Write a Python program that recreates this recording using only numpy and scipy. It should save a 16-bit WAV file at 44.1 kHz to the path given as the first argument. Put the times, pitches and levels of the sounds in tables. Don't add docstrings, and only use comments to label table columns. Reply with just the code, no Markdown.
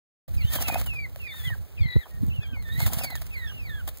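import sys
import numpy as np
from scipy import signal
from scipy.fft import rfft, irfft, next_fast_len
from scipy.io import wavfile
from scipy.ndimage import map_coordinates

SR = 44100
rng = np.random.default_rng(int(sys.argv[2]) if len(sys.argv) > 2 else 0)


def unload_audio(sound):
    columns = np.transpose(np.atleast_2d(sound))
    steps = np.round(np.clip(columns, -1, 1) * 32767)
    wavfile.write(sys.argv[1], SR, steps.astype(np.int16))


N = 176400


def amp(db):
    return 10 ** (np.asarray(db) / 20)


def unit(x):
    return x / np.sqrt(np.mean(x ** 2) + 1e-20)


def along(points, hz):
    f, v = np.transpose(points)
    return np.interp(np.log(hz + 1), np.log(f + 1), v)


def clock():
    return np.arange(N) / SR


def wobble(rate_hz, size=N):
    return map_coordinates(rng.standard_normal(4096), [np.arange(size) * rate_hz / SR], mode="wrap")


def filtered(x, response):
    n = x.shape[-1]
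    m = next_fast_len(n + 4096)
    return irfft(rfft(x, m) * response(np.fft.rfftfreq(m, 1 / SR)), m)[..., :n]


def add(out, start_s, x):
    part = out[..., max(round(start_s * SR), 0):][..., :x.shape[-1]]
    part += x[..., :part.shape[-1]]


# f/Hz, correlation
PORT_CORRELATION = [(200, 1), (700, 0.4), (1300, 0.48), (2000, -0.12), (4000, -0.031), (8000, -0.07),
                    (15000, 0.041)]

def port_noise(spectrum, correlation=PORT_CORRELATION, grain_db=0):
    def mid_side_gains(hz):
        angle = np.arccos(np.clip(along(correlation, hz), -1, 1)) / 2
        return amp(along(spectrum, hz)) * [np.cos(angle), np.sin(angle)]

    grains = np.repeat(rng.standard_normal(N // 24 + 1), 24)[:N]
    mid, side = filtered(rng.standard_normal((2, N)) * amp(grain_db * grains), mid_side_gains)
    return unit(np.array([mid + side, mid - side]))


# f/Hz, density/dB
AIR_SPECTRUM = [(30, 10.5), (200, 6), (400, 9.5), (650, 5.5), (1000, -3), (2000, -8.5), (4000, -16),
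                (7000, -14), (15000, -38)]

def air(level_db=-59):
    return amp(level_db) * port_noise(AIR_SPECTRUM)


def hillside(x, t60_s=0.14, level_db=-12.5):
    t = np.arange(SR // 2) / SR
    tail = rng.standard_normal((2, len(t))) * np.exp(-np.log(1000) * t / t60_s)
    return amp(level_db) * signal.fftconvolve(x, tail / np.linalg.norm(tail[0]), axes=1)[:, :N]


# t/s, level/dB
WIND_ENVELOPE = [(.28, -36.5), (.36, -24), (.5, -29), (.75, -26), (1.0, -32), (1.3, -37.5), (1.5, -30.5),
                 (1.62, -28.5), (1.7, -49.5), (1.82, -20.5), (1.99, -58), (2.07, -52), (2.16, -29),
                 (2.27, -19.5), (2.43, -34.5), (2.68, -30.5), (2.83, -28), (3.03, -31.5), (3.5, -32.5),
                 (3.87, -32.5), (4.0, -47.5)]
# t/s, f/Hz, width/s, level/dB
WIND_BUFFETS = [(0.451, 92, 0.0049, -9.5), (1.477, 115.6, 0.0071, -19.5), (1.525, 103, 0.011, -19.5),
                (1.6, 84.9, 0.0093, -25), (1.812, 98.6, 0.013, -15.5), (1.857, 115, 0.0058, -14.5),
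                (1.965, 122, 0.0048, -4.5), (1.976, 60, 0.016, -14), (2.235, 193, 0.0031, -13),
                (2.286, 137, 0.0035, -16), (2.392, 108, 0.0056, -15.5), (2.534, 200, 0.0034, -24),
                (2.786, 128, 0.0065, -18.5), (2.83, 114, 0.0054, -13), (2.867, 84, 0.0095, -12.5),
                (2.973, 65, 0.003, -11.5)]
# t/s, width/s, level/dB
WIND_PUFFS = [(1.52, 0.014, -49), (1.857, .006, -42), (1.964, 0.0034, -14), (2.231, 0.013, -31.5),
              (2.265, 0.014, -35), (2.285, .004, -38), (2.534, 0.012, -38), (2.86, 0.1, -38.5)]
# f/Hz, density/dB
RUMBLE_SPECTRUM = [(20, -44), (40, -2), (62, 4.5), (100, -1.5), (135, -7.5), (200, -20), (300, -32.5),
                   (600, -51.5), (2000, -106)]
PUFF_SPECTRUM = [(80, -13), (180, 14), (320, 0.5), (450, -6.5), (650, -28), (1100, -28), (3000, -63)]

def wind(rumble_gain_db=-4, puff_gain_db=-2):
    t = clock()
    rumble_db = np.interp(t, *np.transpose(WIND_ENVELOPE)) + rumble_gain_db + 1.5 * wobble(14)
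    out = amp(rumble_db) * port_noise(RUMBLE_SPECTRUM, correlation=[(60, 0)])
    for peak_s, hz, width_s, db in WIND_BUFFETS:
        pulse = 1 / np.cosh(np.clip((t - peak_s) / width_s, -20, 20)) ** 2
        out[0] += amp(db) * pulse * np.sin(2 * np.pi * hz * (t - peak_s))
    puffs = np.zeros(N)
    for peak_s, width_s, db in WIND_PUFFS:
        puffs += amp(db + puff_gain_db) * np.exp(-np.minimum(abs(t - peak_s) / width_s, 20))
    return out + puffs * port_noise(PUFF_SPECTRUM, correlation=[(200, 0.011)])


# t/s, level/dB
RUSTLE_ENVELOPE = [(.28, -54), (.35, -52.5), (.48, -49), (.54, -45), (.83, -43), (.9, -51.5), (1.0, -56),
                   (1.13, -57.5), (1.18, -51), (1.29, -56), (1.39, -44.5), (1.5, -48.5), (1.6, -57),
                   (1.9, -59.5), (2.08, -55), (2.14, -55), (2.27, -55.5), (2.5, -62), (2.61, -61),
                   (2.74, -51), (2.82, -46), (3.0, -70), (3.09, -51.5), (3.3, -52.5), (3.55, -54.5),
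                   (3.8, -56), (4.0, -55)]
# t/s, level/dB, decay/s, tilt/(dB/octave)
STEM_SNAPS = [(0.557, -33, 0.0026, 0), (0.6253, -27, .002, -1.5), (0.6821, -27.5, 0.0051, -1),
              (0.741, -29.5, .003, 5.5), (0.8136, -32, 0.0032, -2.5), (.861, -29, .003, 10),
              (1.16, -32.5, 0.00075, -3.5), (2.266, -41.5, 0.0017, 3.5), (2.432, -44, 0.0022, -8),
              (2.625, -43, 0.0016, -3.5), (2.689, -41, 0.0027, -8.5), (2.864, -30, 0.0014, -6),
              (2.933, -24.5, 0.0074, 4), (2.986, -31, .002, 1), (3.037, -24.5, .002, 4),
              (3.045, -18, 0.0013, 9), (3.154, -30.5, 0.0018, -3), (3.219, -36, 0.0013, -4),
              (3.266, -40, 0.0045, 0), (3.972, -37.5, 0.0037, 2.5), (3.985, -38, 0.0017, 4)]
# f/Hz, density/dB
RUSTLE_SPECTRUM = [(300, -13), (1000, -6.5), (2500, 4.5), (4200, 1), (6000, -4.5), (9000, 1), (11500, -3.5),
                   (14000, 6), (15500, 6.5)]
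SNAP_SPECTRUM = [(200, -10), (1000, -2.5), (4500, -0.5), (15000, 1.5)]

def grass(snap_gain_db=-1):
    rustle_db = np.interp(clock(), *np.transpose(RUSTLE_ENVELOPE)) + 1.7 * wobble(70)
    out = amp(rustle_db) * port_noise(RUSTLE_SPECTRUM, grain_db=2.5)
    t = np.arange(SR // 20) / SR
    for start_s, db, decay_s, tilt in STEM_SNAPS:
        burst = rng.standard_normal((2, len(t))) + 0.5 * rng.standard_normal(len(t))
        crack = filtered(burst, lambda hz: amp(along(SNAP_SPECTRUM, hz) + tilt * np.log2(hz + 500)))
        add(out, start_s, amp(db + snap_gain_db) * np.exp(-t / decay_s) * unit(crack))
    return out


# peak t/s, rise/s, fall/s, swish level/dB, flap level/dB
WING_STROKES = [(0.537, 0.017, 0.0099, -28, -38.5), (.559, 0.011, 0.0089, -24.5, -32),
                (0.61, 0.012, 0.026, -33, -33), (0.625, 0.01, 0.0037, -26, -56),
                (0.687, 0.0075, 0.0063, -25.5, -28.5), (.723, 0.006, 0.023, -39.5, -36),
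                (0.744, 0.0019, 0.0035, -27.5, -24), (0.785, 0.01, 0.0087, -35.5, -36),
                (0.8, 0.0057, 0.008, -34.5, -38), (0.816, 0.0028, 0.007, -45, -35),
                (0.866, 0.0041, 0.0083, -37.5, -38), (0.937, 0.003, 0.017, -45.5, -47.5),
                (2.804, 0.0076, 0.0057, -28, -35), (2.816, 0.006, 0.04, -32.5, -42.5),
                (2.866, 0.004, 0.0077, -25.5, -32.5), (2.877, 0.0069, 0.014, -33, -41),
                (2.935, 0.013, 0.017, -30.5, -36), (2.99, 0.019, 0.016, -31, -37.5),
                (3.046, 0.013, 0.0082, -30, -35.5), (3.106, 0.0044, 0.0038, -37.5, -36.5),
                (3.158, 0.00084, 0.0067, -35.5, -58), (3.218, 0.003, 0.0087, -38.5, -44),
                (3.878, 0.0025, 0.0076, -32, -33.5), (3.89, 0.0042, 0.0044, -34, -38.5)]
# f/Hz, density/dB
SWISH_SPECTRUM = [(200, -18), (1000, -4.5), (1800, -1.5), (3200, 4), (4500, 1), (6000, -3.5), (9000, 3.5),
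                  (11500, -2.5), (14000, 9.5), (15500, 4.5)]
FLAP_SPECTRUM = [(100, 1), (250, 2.5), (420, -13.5), (640, 2.5), (1000, -10.5), (1500, -12.5), (2200, -11),
                 (4000, -66), (9000, -33)]

def wings(swish_gain_db=-1.5, flap_gain_db=-2):
    t = clock()
    swish_power, flap_power = np.zeros((2, N))
    for peak_s, rise_s, fall_s, swish_db, flap_db in WING_STROKES:
        falloff = np.maximum((peak_s - t) / rise_s, (t - peak_s) / fall_s)
        stroke = np.exp(-np.minimum(falloff, 20))
        swish_power += (amp(swish_db) * stroke) ** 2
        flap_power += (amp(flap_db) * stroke) ** 2
    clumps = amp(1.37 * wobble(500))
    swish = amp(swish_gain_db) * np.sqrt(swish_power) * port_noise(SWISH_SPECTRUM)
    flap = amp(flap_gain_db) * np.sqrt(flap_power) * port_noise(FLAP_SPECTRUM, grain_db=3.5)
    return clumps * (swish + flap)


# t/s, length/s, start f/Hz, end f/Hz, level/dB, rasp share
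CHUCK_CALLS = [(0.282, 0.0074, 650, 510, -45, 0.17), (0.585, 0.0078, 1180, 730, -34, 0.4),
               (0.6985, 0.0052, 870, 670, -23.5, 0.1), (.756, 0.0084, 860, 620, -19.5, .08),
               (1.058, 0.017, 2100, 570, -58, .5), (1.336, 0.016, 1830, 750, -54, 0.7),
               (1.496, 0.017, 1340, 447, -47, 0.61), (1.546, 0.016, 1660, 516, -50, 0.28),
               (1.1587, 0.0082, 697, 520, -40, 0.18), (2.056, 0.02, 1200, 446, -45.5, 0.97),
               (2.562, 0.0206, 1250, 485, -49.5, 0.41), (2.803, 0.0125, 1080, 743, -39, .4),
               (2.898, 0.012, 920, 690, -43, 0.59), (3.009, 0.008, 825, 610, -34, 0.49),
               (3.117, 0.018, 924, 596, -41, 0.35), (3.512, 0.014, 1520, 1140, -50.5, 1)]

def chucks(octave_db=-19, left_db=-2, right_db=-5):
    out = np.zeros(N)
    for start_s, length_s, start_hz, end_hz, db, rasp in CHUCK_CALLS:
        progress = np.arange(0, 1, 1 / (length_s * SR))
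        phase = 2 * np.pi * np.cumsum(start_hz * (end_hz / start_hz) ** progress) / SR
        tone = np.sin(phase) + amp(octave_db) * np.sin(2 * phase)
        swell = np.sqrt(abs(np.sin(np.pi * progress)))
        roughness = 1 + rasp * wobble(1327, len(progress))
        add(out, start_s, amp(db) * swell * tone * roughness)
    return out * amp([[left_db], [right_db]])


def at_ports(tone, balance_db, lead_s, scatter_db=-21):
    sides = np.array([[0.5], [-0.5]])
    gains = amp(balance_db * sides)
    gains /= np.linalg.norm(gains)
    direct = filtered(tone, lambda hz: gains * np.exp(2j * np.pi * hz * lead_s * sides))
    scatter = tone * np.array([wobble(310, len(tone)), wobble(291.2, len(tone))])
    return direct + amp(scatter_db) * scatter


# t/s, f/Hz, fundamental level/dB, octave level/dB
WHISTLE_CONTOURS = [
    [(0.37, 2680, -52, -62), (0.385, 2407, -45, -50), (0.4, 2355, -39, -61), (0.42, 2120, -44.5, -44),
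     (0.45, 1860.0, -63, -67), (0.495, 1760.0, -53, -39), (0.525, 1870, -41, -83), (0.585, 1550, -50, -33)],
    [(0.395, 2910, -61, -76), (0.42, 2640, -40, -68), (0.45, 2994, -37.5, -59), (0.5, 3156, -48, -63),
     (0.57, 3190, -41.5, -62), (0.62, 2830, -46, -39), (0.66, 2700, -31.5, -66), (0.72, 2420, -32.5, -57),
     (0.775, 2610, -33, -57)],
    [(0.86, 3090, -43, -74), (0.89, 2825, -34, -72), (0.91, 2627, -30.5, -66), (0.96, 2480, -35, -59),
     (0.99, 2363, -32, -60), (1.035, 2270, -41, -57), (1.06, 2010, -30, -63)],
    [(1.19, 3070, -60, -75), (1.205, 2713, -39, -72), (1.225, 2685, -41, -72), (1.245, 2510, -36.5, -61),
     (1.29, 2330, -36.5, -56), (1.335, 1970, -46.5, -59)],
    [(1.265, 2153, -40, -73), (1.28, 1833, -43.5, -53.5), (1.305, 1730, -73, -45.5),
     (1.325, 1797, -42, -42.5), (1.37, 1840, -44.5, -47.5), (1.425, 1695, -48.5, -49.5),
     (1.455, 1729, -51, -41), (1.495, 1463, -54, -36)],
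    [(1.435, 1920, -50, -66), (1.46, 2028, -38, -54), (1.49, 1957, -40, -57), (1.52, 1846, -37, -57),
     (1.547, 1560, -43.5, -77)],
    [(1.774, 2705, -33, -81), (1.785, 2530, -39, -62), (1.82, 2230, -43.5, -45),
     (1.865, 2041, -35.5, -42.5), (1.93, 1953, -37, -38.5), (2.005, 2013, -42.5, -50),
     (2.03, 1773, -39, -49.5), (2.055, 1520, -61, -62)],
    [(1.782, 1996, -70, -70), (1.81, 1800, -77, -55), (1.845, 1594, -77, -49), (1.87, 1550, -77, -51)],
    [(2.11, 1880, -60, -79), (2.185, 1840, -57, -74)],
    [(2.295, 3100, -59, -78), (2.307, 2740, -44, -75), (2.325, 2630, -40, -77), (2.34, 3085, -47, -77),
     (2.37, 2820, -39.5, -82), (2.405, 2640, -49, -85), (2.435, 2490, -41.5, -57), (2.47, 2220, -55, -69)],
    [(2.405, 1584, -61, -67), (2.43, 1773, -51, -46), (2.455, 1560, -59, -49), (2.475, 1620, -65, -50),
     (2.52, 1590.0, -56, -52), (2.562, 1450, -55.5, -53)],
    [(2.53, 2665, -48, -82), (2.545, 2443, -43, -62), (2.57, 2178, -48, -72), (2.61, 2140, -55.5, -60),
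     (2.645, 1914, -58, -59)],
    [(2.645, 1790, -49.5, -61), (2.7, 1796, -40, -52.5), (2.74, 1920.0, -50, -46),
     (2.765, 1902, -37, -49.5), (2.785, 2090.0, -40, -51), (2.83, 2152, -35, -43),
     (2.865, 1803, -40.5, -43.5)],
    [(2.99, 2810, -64, -49), (3.02, 2680.0, -41, -50), (3.04, 2356, -38, -45), (3.075, 2230.0, -42, -39),
     (3.1, 2050, -41, -53), (3.13, 2026, -37.5, -40), (3.16, 1828, -43, -52), (3.187, 1586, -58, -52)],
    [(3.305, 2753, -53, -84), (3.34, 2460.0, -40, -59), (3.365, 2120, -37.5, -54), (3.42, 1904, -40.5, -53),
     (3.45, 1843, -35.5, -50.5), (3.485, 1654, -49.5, -46), (3.51, 1600, -44.5, -46)],
    [(3.47, 2530, -59, -54), (3.5, 2900, -47.5, -58), (3.57, 2855, -46.5, -76), (3.62, 2497, -46.5, -61),
     (3.665, 2240, -46.5, -59.5), (3.7, 1802, -41, -49), (3.745, 1690, -44, -52), (3.785, 1646, -43, -56),
     (3.817, 1414, -44.5, -54)],
]
# left over right/dB, left lead/ms, rasp share
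WHISTLE_VOICES = [(13, .18, 0.03), (12, 0.035, 0.25), (13, -0.025, 0.027), (6.5, 0.054, .05),
                  (-6.5, -0.24, 0.037), (4.5, 0.12, 0.08), (-4, 0.344, 0.14), (21, 0.068, 0.15),
                  (10, -0.089, 0.046), (11, 0.27, 0.087), (15, 0.059, 0.074), (17, -.18, 0.043),
                  (3.5, -0.29, 0.13), (7, 0.18, 0.25), (7, 0.21, .15), (9, 0.23, .13)]
VIBRATO_DEPTHS = [.004, .008, .002, .003, .003, .003, .018, .006, .003, .003, .003, .002, .012, .018, .016,
                  .01]

def whistles(vibrato_hz=39.2, jitter=0.0056, fade_s=0.0082, tone_gain_db=1.07, octave_gain_db=1.95):
    out = np.zeros((2, N))
    for contour, voice, depth in zip(WHISTLE_CONTOURS, WHISTLE_VOICES, VIBRATO_DEPTHS):
        balance_db, lead_ms, rasp = voice
        knots_s, *columns = np.transpose(contour)
        t = np.arange(knots_s[0] - fade_s / 2, knots_s[-1] + fade_s / 2, 1 / SR)
        n = len(t)
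        hz, tone_db, octave_db = [np.interp(t, knots_s, column) for column in columns]
        vibrato = depth * np.cos(2 * np.pi * vibrato_hz * (t - knots_s[0]) + 0.3 * wobble(25, n))
        phase = 2 * np.pi * np.cumsum(hz * (1 + vibrato + jitter * wobble(189, n))) / SR

        octave_flutter = amp(18 * rasp * wobble(130, n))
        hoarseness = 1 + 1.8 * rasp * wobble(700, n)
        octave = unit(octave_flutter * hoarseness) * np.sin(2 * phase)
        tone = amp(tone_db + tone_gain_db) * np.sin(phase) + amp(octave_db + octave_gain_db) * octave

        fade = np.clip(np.minimum(t - t[0], t[-1] - t) / fade_s, 0, 1)
        flutter = amp(1.5 * wobble(109.8, n))
        tremolo = 1 - 1.1 * vibrato
        roughness = wobble(1400, n)
        subharmonics = 0.4 * (np.sin(phase / 4) + np.sin(phase / 2)) * (1 + 0.5 * wobble(65.6, n))
        tone *= fade * flutter * tremolo * (1 + rasp * (roughness + subharmonics))
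        add(out, t[0], at_ports(tone, balance_db, lead_ms / 1000))
    return out


def scene():
    birds = whistles() + chucks() + wings()
    return birds + hillside(birds) + grass() + wind() + air()


# f/Hz, left over right/dB
CHANNEL_BALANCE = [(200, -2), (1500, -1.3), (2800, -0.55), (12000, -0.7)]

def record(dry, delay_s=16 / SR, start_s=0.278, fade_s=0.0047, cutoff_hz=15620):
    def response(hz):
        low_pass = 1 / np.sqrt(1 + (hz / cutoff_hz) ** 300)
        return low_pass * amp(along(CHANNEL_BALANCE, hz) * [[0.5], [-0.5]])

    wide = dry - filtered(dry[::-1], lambda hz: np.exp(-2j * np.pi * hz * delay_s))
    fade_in = np.clip((clock() - start_s) / fade_s, 0, 1)
    return filtered(wide * fade_in, response)


dry = scene()
out = record(dry)
unload_audio(out)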